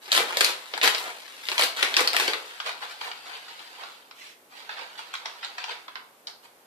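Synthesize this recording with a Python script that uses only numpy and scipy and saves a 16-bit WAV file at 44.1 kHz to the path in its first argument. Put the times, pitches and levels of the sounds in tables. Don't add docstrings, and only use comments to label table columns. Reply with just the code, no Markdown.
import sys
import numpy as np
from scipy import signal
from scipy.fft import rfft, irfft, next_fast_len
from scipy.io import wavfile
from scipy.ndimage import uniform_filter1d

SR = 44100
rng = np.random.default_rng(int(sys.argv[2]) if len(sys.argv) > 2 else 0)


def master_out(mix):
    frames = np.transpose(np.atleast_2d(mix))
    ceiling = np.clip(frames, -1, 1)
    pcm = np.round(ceiling * 32767).astype(np.int16)
    wavfile.write(sys.argv[1], SR, pcm)


N = 293701

# (start [s], length [s], level [dB], body [dB], crispness [dB])
SQUEEZES = [(0.075, .04, -43, 6, -4), (0.115, 0.059, -22.5, 0, 4), (0.165, 0.035, -29, 12, -1),
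            (0.27, 0.09, -36.5, 7.5, 0), (0.37, .035, -35, 6.5, 10), (0.41, 0.086, -29, 1.5, 1),
            (0.738, 0.033, -45, 13.5, 1), (0.822, 0.036, -18.5, 3.5, 2), (0.93, 0.093, -41, 8.5, 8.5),
            (1.03, 0.069, -41, 11, 2), (1.43, 0.055, -41.5, -11, 5), (1.485, 0.13, -38.5, 6, 5.5),
            (1.583, 0.045, -24.5, -1, 6), (1.76, 0.065, -30.5, 0.5, -1.5), (1.822, 0.016, -29.5, 8.5, 3),
            (1.87, 0.13, -38, 6.5, 0.5), (1.964, 0.037, -28, 7.5, 4), (2.035, 0.019, -33, 4, 0),
            (2.128, .03, -33, 10, 3), (2.18, 0.044, -27, 2, 1.5), (2.235, 0.066, -32.5, 4, 1),
            (2.335, .025, -40.5, 12.5, -1)]
# (start [s], length [s], level [dB], body [dB], crispness [dB])
HOLDING = [(0.0, 2.47, -47.5, 1.5, 4)]
# (frequency [Hz], level [dB])
FILM_SPECTRUM = [(30, -33), (100, -61), (175, -20), (351, -10), (450, -6), (600, -5), (931, 0), (1200, -1),
                 (1790, 3), (4000, 1.5), (4900, -3.5), (5900, -8.5), (13800, -17), (15500, -47)]
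def crumpling():
    squeezing = effort(SQUEEZES, attack_s=0.0067, release_s=0.025)
    holding = effort(HOLDING, attack_s=0.025, release_s=0.16)
    hand = np.hypot(squeezing, holding)
    film = crackle(hand, FILM_SPECTRUM, per_s=2000, spread_db=5, clump_db=3, friction=0.36)
    return butter(from_db(1.5) * film, 247, "high")


# (time [s], level [dB], ring [Hz], body [dB], crispness [dB])
CREASES = [(0.0584, -41, 4200.0, 5, -9), (0.1182, -9, 4380, -27, -5), (0.1766, -12.5, 3400, 3.5, 2),
           (0.3707, -14.5, 3970, 3.5, 4), (0.4081, -10.5, 4620, 2.5, 5), (0.446, -11, 4200.0, -29, 5.5),
           (0.7378, -22.5, 3280, 4.5, -23), (0.7772, -28, 3800, 11, 4), (0.8141, -16, 3300.0, -7, -28),
           (0.8556, -22, 4330, 8, -6), (0.876, -11.5, 3260, 3, 1), (0.9478, -17.5, 4150, -10, -11),
           (0.9818, -26, 3700.0, -10, 0), (1.4866, -18.5, 3600, -1.5, -5), (1.5166, -20, 3200.0, -1, -9),
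           (1.5799, -14, 3700.0, -5, -6), (1.595, -15, 3500.0, 8.5, -8), (1.6223, -11.5, 3530, -9, -14),
           (1.6365, -16.5, 4100, 2, 5.5), (1.8278, -9.5, 3600, -3.5, -6), (1.9411, -15.5, 3680, -27, -11),
           (1.967, -7, 4900, -33, -5.5), (1.994, -20.5, 3300.0, 12, -11), (2.006, -23.5, 4100.0, 14, 11),
           (2.0748, -11, 4340, -15, -3.5), (2.1322, -20, 4300.0, 1, 2), (2.1465, -26, 3600.0, 12, -16),
           (2.1656, -11, 2970, -5, 1.5), (2.1985, -20.5, 3500, 9, 6), (2.2793, -15, 4440, 1, -9),
           (2.3342, -19.5, 4100, -0.5, -10)]
# (frequency [Hz], level [dB])
CREASE_SPECTRUM = [(30, -34.5), (100, -35), (175, -36.5), (400, -8), (600, -4), (1100, -3), (2000, 4.5),
                   (3000, 1.5), (4200, 1), (5000, -0.5), (6000, -8), (13800, -16.5), (15500, -32.5)]
def creases():
    clicks = snaps(CREASES, CREASE_SPECTRUM, tear_s=0.001, tear=0.61, width_hz=980, ringing=0.59)
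    return from_db(-0.07) * clicks


# (time [s], level [dB], pitch [Hz])
BUCKLES = [(0.203, -27.5, 523), (0.411, -25, 460), (2.009, -26.5, 423), (2.282, -25.5, 430)]
def buckles(width_hz=180, soft_hz=700):
    out = np.zeros(N)
    for s, db, hz in BUCKLES:
        push = butter(signal.unit_impulse(N, int(s * SR)), soft_hz, "low")
        swing = resonate(resonate(push, hz, width_hz), hz, width_hz)
        out += from_db(db) * unit(swing)
    return out * np.sqrt(IMPULSE_S * SR)


# (frequency [Hz], left minus right [dB])
BAG_BALANCE = [(200, -1), (700, -1.5), (1290, 1), (2380, 4), (4400, 2.5), (8120, -2.5), (15000, 0.5)]
def bag(tails):
    source = crumpling() + creases() + buckles()
    heard = in_room(source, tails, left_lag_s=.00023, direct_db=-4, scatter_db=-4.5, wet_db=-3, sway_db=3)
    return shaded(heard, BAG_BALANCE)


# (start [s], length [s], level [dB], body [dB], crispness [dB])
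CHEWS = [(2.645, 0.046, -32, 3.5, 1), (2.803, 0.039, -38.5, 5, 3), (2.878, .045, -42.5, -1, 5.5),
         (2.995, 0.087, -42, 9, 7), (3.242, 0.071, -44.5, 8, 3), (3.318, 0.048, -41, -3, -4),
         (3.466, .035, -43, -2.5, -8), (3.572, 0.03, -45.5, 1, -3), (3.778, 0.062, -46.5, 10, -18),
         (4.545, 0.064, -47.5, -10, 0), (4.685, 0.043, -40.5, 1.5, -11), (4.758, 0.064, -39.5, 3, -11),
         (4.97, .028, -38.5, -13, -2), (5.125, 0.021, -37, -17, -8), (5.243, 0.021, -40, 4.5, -7),
         (5.416, 0.032, -36, -2, -16), (5.568, 0.071, -40.5, -4, -19), (5.672, 0.047, -35, 0.5, -9),
         (5.946, 0.02, -46, 3, -10), (6.268, 0.025, -52.5, 9.5, 7.5), (6.422, 0.023, -53.5, 5.5, 8.5)]
# (start [s], length [s], level [dB], body [dB], crispness [dB])
NOSING = [(2.42, 1.473, -49, -0.5, 4.5), (4.49, 1.26, -50.5, 3, 1.5)]
# (frequency [Hz], level [dB])
KIBBLE_SPECTRUM = [(100, -58), (225, -33.5), (450, -6.5), (600, -7.5), (760, -1.5), (1150, -5.5),
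                   (1500, -2), (1950, 0), (3400, 1), (4700, -1), (5500, -11.5), (7000, -14), (14000, -25),
                   (15500, -55)]
def grinding():
    chewing = effort(CHEWS, attack_s=0.016, release_s=0.016)
    nosing = effort(NOSING, attack_s=0.039, release_s=0.12)
    mouth = np.hypot(chewing, nosing)
    grit = crackle(mouth, KIBBLE_SPECTRUM, per_s=3200, spread_db=4, clump_db=1.5, friction=0.67)
    return from_db(1.37) * grit


# (time [s], level [dB], ring [Hz], body [dB], crispness [dB])
BITES = [(2.5088, -40, 3200, 1, -1), (2.6009, -24, 2860, -2.5, -2), (2.8254, -34, 2740, 6, -5),
         (3.012, -27.5, 2400, -2.5, -14), (3.1147, -27, 3500, -7, -15), (3.4815, -43, 2800, -2, -8),
         (3.8346, -36, 2500, 4.5, -16), (4.111, -39, 2430, -7, -22), (4.6926, -29.5, 1700, -1.5, -22.5),
         (4.991, -36.5, 3100, 7, 10), (5.1386, -29.5, 2200, 0.5, 8), (5.152, -27, 3630, -20, 2),
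         (5.2568, -26.5, 3500, -3, 7), (5.429, -36.5, 2000, 7, -12), (5.4468, -27.5, 3400, -7, 4),
         (5.5811, -30.5, 2380, 2, 3), (5.6405, -27, 2690, 1, 6), (5.8809, -35, 2000, 1.5, -20),
         (5.9553, -29.5, 2200, -2.5, -13.5), (6.2705, -27.5, 4940, -18, 7.5), (6.277, -37, 4700, -4, 6),
         (6.453, -48, 2900, -1, 6)]
# (frequency [Hz], level [dB])
PELLET_SPECTRUM = [(100, -53), (450, -18.5), (760, -2), (1400, 0), (2400, -3), (3200, -1), (4600, -2.5),
                   (5600, -10.5), (7000, -16.5), (14000, -48), (15500, -47)]
def bites():
    cracks = snaps(BITES, PELLET_SPECTRUM, tear_s=0.0018, tear=1.38, width_hz=1800, ringing=0.6)
    return butter(from_db(1.1) * cracks, 636, "high", order=3)


# (frequency [Hz], bandwidth [Hz], gain [dB])
BOWL_MODES = [(932, 230, -2.5), (1345, 510, -3.5), (2420, 350, -18), (3500, 240, -22)]
def bowl(x):
    return x + sum(from_db(db) * np.pi * width / SR * resonate(x, hz, width)
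                   for hz, width, db in BOWL_MODES)


# (frequency [Hz], level [dB])
FUR_SPECTRUM = [(530, -47), (900, -16), (943, -11), (1410, -9.5), (2180, -2), (4060, -7), (13800, -27),
                (15000, -32)]
def brush(start_s=4.135, length_s=0.21, level_db=-44.5):
    speed = np.sin(np.pi * np.clip((np.arange(N) / SR - start_s) / length_s, 0, 1))
    hiss = signal.fftconvolve(rng.standard_normal(N), click_of(FUR_SPECTRUM))[:N]
    return from_db(level_db) * speed * hiss


# (frequency [Hz], left minus right [dB])
CAT_BALANCE = [(380, 1.5), (700, -2.7), (1290, -0.3), (4400, 0.2), (8120, -4.5), (15000, 1.5)]
# (time [s], left minus right [dB])
CAT_PAN = [(2.5, 1), (3.8, 0.5), (4.6, -2), (6.5, -1)]
def cat(tails):
    source = bowl(grinding() + bites()) + brush()
    heard = in_room(source, tails, left_lag_s=.00034, direct_db=-8, scatter_db=-3, wet_db=-3.5, sway_db=7)
    pan_db = np.interp(np.arange(N) / SR, *np.transpose(CAT_PAN))
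    return shaded(heard, CAT_BALANCE) * pan_gains(pan_db)


def effort(strokes, attack_s, release_s):
    t, power = np.arange(N) / SR, np.zeros((3, N))
    for start, length, db, body_db, crisp_db in strokes:
        rise = np.clip((t - start) / attack_s, 0, 1)
        fall = np.exp(-np.clip((t - start - length) / release_s, 0, 20))
        gains = from_db(db + np.array([body_db, 0, crisp_db]))
        power += np.outer(gains ** 2, (rise * fall) ** 2)
    return np.sqrt(power)


def crackle(gains, spectrum, per_s, spread_db, clump_db, friction):
    sizes = from_db(spread_db * np.minimum(rng.exponential(1, N), 4)) * rng.choice([-1, 1], N)
    fractures = unit(sizes * (rng.random(N) < per_s / SR))
    grains = fractures + friction * unit(rng.standard_normal(N))
    grains *= from_db(clump_db * drift(220))
    grains /= np.sqrt(uniform_filter1d(grains ** 2, size=900) + 1e-18)
    coloured = signal.fftconvolve(grains, click_of(spectrum))[:N]
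    return np.sum(gains * registers(coloured), axis=0)


IMPULSE_S = 0.004
def snaps(table, spectrum, tear_s, tear, width_hz, ringing, size=1024):
    out, click, t = np.zeros(N + size), click_of(spectrum), np.arange(size) / SR
    body_gain, middle_gain, top_gain = map(np.linalg.norm, registers(click))
    for s, db, hz, body_db, crisp_db in table:
        force = tear * unit(rng.standard_normal(size) ** 3 * np.exp(-t / tear_s))
        force[0] += 1
        body, middle, top = map(unit, registers(np.convolve(force, click)[:size]))
        middle = unit(middle + ringing * unit(resonate(middle, hz, width_hz)))
        snap = body_gain * from_db(body_db) * body + middle_gain * middle
        snap += top_gain * from_db(crisp_db) * top
        at = int(s * SR)
        out[at:at + size] += from_db(db) * np.sqrt(IMPULSE_S * SR) * snap
    return out[:N]


# (delay [s], gain [dB])
ECHOES = [(.0027, -11), (.0061, -5), (.0112, -11)]
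SCATTER_S = 0.0012
def in_room(x, tails, left_lag_s, direct_db, scatter_db, wet_db, sway_db, size=1200):
    t = np.arange(tails.shape[-1]) / SR
    out = np.zeros((2, N + 2 * size + len(t)))
    fade = signal.windows.hann(2 * size, sym=False)
    padded = np.pad(x, (0, 2 * size))
    for k, at in enumerate(range(0, N, size)):
        moment = padded[at:at + 2 * size] * fade
        if np.abs(moment).max() < 1e-9:
            continue
        response = from_db(wet_db) * tails[k % len(tails)]
        scatter = unit(diffuse(size) * t[:size] * np.exp(-t[:size] / SCATTER_S))
        response[:, :size] += from_db(scatter_db) * scatter
        lag = round(left_lag_s * SR * (1 + .15 * rng.uniform(-1.1, 1)))
        lean_db = sway_db * rng.uniform(-0.79, 1) * np.array([1, -1])
        response[[0, 1], [lag, 0]] += from_db(direct_db + lean_db)
        for delay, db in ECHOES:
            arrival = delay * (1 + .15 * rng.uniform(-1, 1)) + STEREO_GAP_S * rng.random(2)
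            response[[0, 1], (arrival * SR).astype(int)] += from_db(direct_db + db)
        heard = signal.fftconvolve(moment[None], response, axes=1)
        out[:, at:at + heard.shape[1]] += heard
    return out[:, :N]


# (frequency [Hz], time to fall 60 dB [s])
DECAY_TIMES = [(250, 0.39), (660, 0.63), (1740, 0.35), (4590, 0.33), (12000, 0.26)]
# (frequency [Hz], level [dB])
ROOM_MODES = [(381, -20), (499, 0), (561, -6), (723, -13), (966, 3), (1127, 1), (1308, 1), (1572, -2.5),
              (1978, -4), (2211, 2), (2462, -15)]
def reverberation(build_s, standing_db, standing_t60, count=14, size=28000):
    t, tail, waves = np.arange(size) / SR, 0, 0
    noise = rfft(np.array([diffuse(size) for _ in range(count)]))
    octave = np.log2(np.clip(np.fft.rfftfreq(size, 1 / SR), 125, 16000) / 125)
    for k in range(8):
        t60 = at_hz(DECAY_TIMES, 125 * 2 ** k)
        band = irfft(noise * np.maximum(1 - abs(octave - k), 0), size)
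        tail += band * from_db(-60 * t / t60) / np.sqrt(t60)
    for hz, db in ROOM_MODES:
        phase_cycles = rng.random((2, 1)) * hz * STEREO_GAP_S
        waves += from_db(db) * np.sin(2 * np.pi * (hz * t + phase_cycles))
    waves *= from_db(-60 * t / standing_t60)
    onset = 1 - np.exp(-(t / build_s) ** 2)
    return unit(tail * onset) + from_db(standing_db) * unit(waves * onset)


# (frequency [Hz], level [dB])
AIR_SPECTRUM = [(18, -47), (30, -33.5), (202, -9), (263, -5), (292, -3.5), (341, -4), (455, -1), (518, -1),
                (561, -1.5), (808, -2), (5890, -16), (14000, -13), (15500, -38)]
def air(level_db=-60):
    hiss = signal.fftconvolve(diffuse(next_fast_len(N)), click_of(AIR_SPECTRUM)[None], axes=1)[:, :N]
    return from_db(level_db) * hiss


STEREO_GAP_S = 0.0004
def diffuse(size):
    coherence = .97 * np.sinc(2 * np.fft.rfftfreq(size, 1 / SR) * STEREO_GAP_S)
    mid, side = rfft(rng.standard_normal((2, size)))
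    return irfft(np.sqrt(1 + coherence) * mid + np.sqrt(1 - coherence) * side * [[1], [-1]], size)


def shaded(x, balance):
    size = next_fast_len(N + 2048)
    tilt_db = at_hz(balance, np.fft.rfftfreq(size, 1 / SR))
    return irfft(rfft(x, size) * pan_gains(tilt_db), size)[:, :N]


def pan_gains(difference_db):
    return from_db(difference_db / 2 * np.array([[1], [-1]]))


def registers(x, body_hz=1500, crisp_hz=6400):
    def twice(v, hz, kind):
        return butter(butter(v, hz, kind), hz, kind)
    upper = twice(x, body_hz, "high")
    return twice(x, body_hz, "low"), twice(upper, crisp_hz, "low"), twice(upper, crisp_hz, "high")


def click_of(spectrum, size=2048):
    magnitude = from_db(at_hz(spectrum, np.fft.rfftfreq(size, 1 / SR)))
    cepstrum = irfft(np.log(magnitude))
    cepstrum[1:size // 2] *= 2
    cepstrum[size // 2 + 1:] = 0
    return unit(irfft(np.exp(rfft(cepstrum))))


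def resonate(x, hz, width_hz):
    r = np.exp(-np.pi * width_hz / SR)
    return signal.lfilter([1, 0, -1], [1, -2 * r * np.cos(2 * np.pi * hz / SR), r * r], x)


def butter(x, hz, kind, order=2):
    return signal.sosfilt(signal.butter(order, hz, kind, fs=SR, output="sos"), x + 1e-18)


def drift(per_s):
    knots = rng.standard_normal(int(N / SR * per_s) + 2)
    return np.interp(np.arange(N) / SR * per_s, np.arange(len(knots)), knots)


def at_hz(points, hz):
    f, value = np.transpose(points)
    return np.interp(np.log(np.maximum(hz, 1)), np.log(f), value)


def from_db(db):
    return 10 ** (np.asarray(db) / 20)


def unit(x):
    return x / np.sqrt(np.sum(x ** 2, axis=-1, keepdims=True) + 1e-20)


def scene():
    tails = reverberation(build_s=0.0035, standing_db=-22.5, standing_t60=0.51)
    return bag(tails) + cat(tails) + air()


def record(dry):
    rounded = 1.1 * np.tanh(dry / 1.1)
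    return signal.sosfilt(signal.ellip(10, .2, 75, 14750, fs=SR, output="sos"), rounded)


dry = scene()
out = record(dry)
master_out(out)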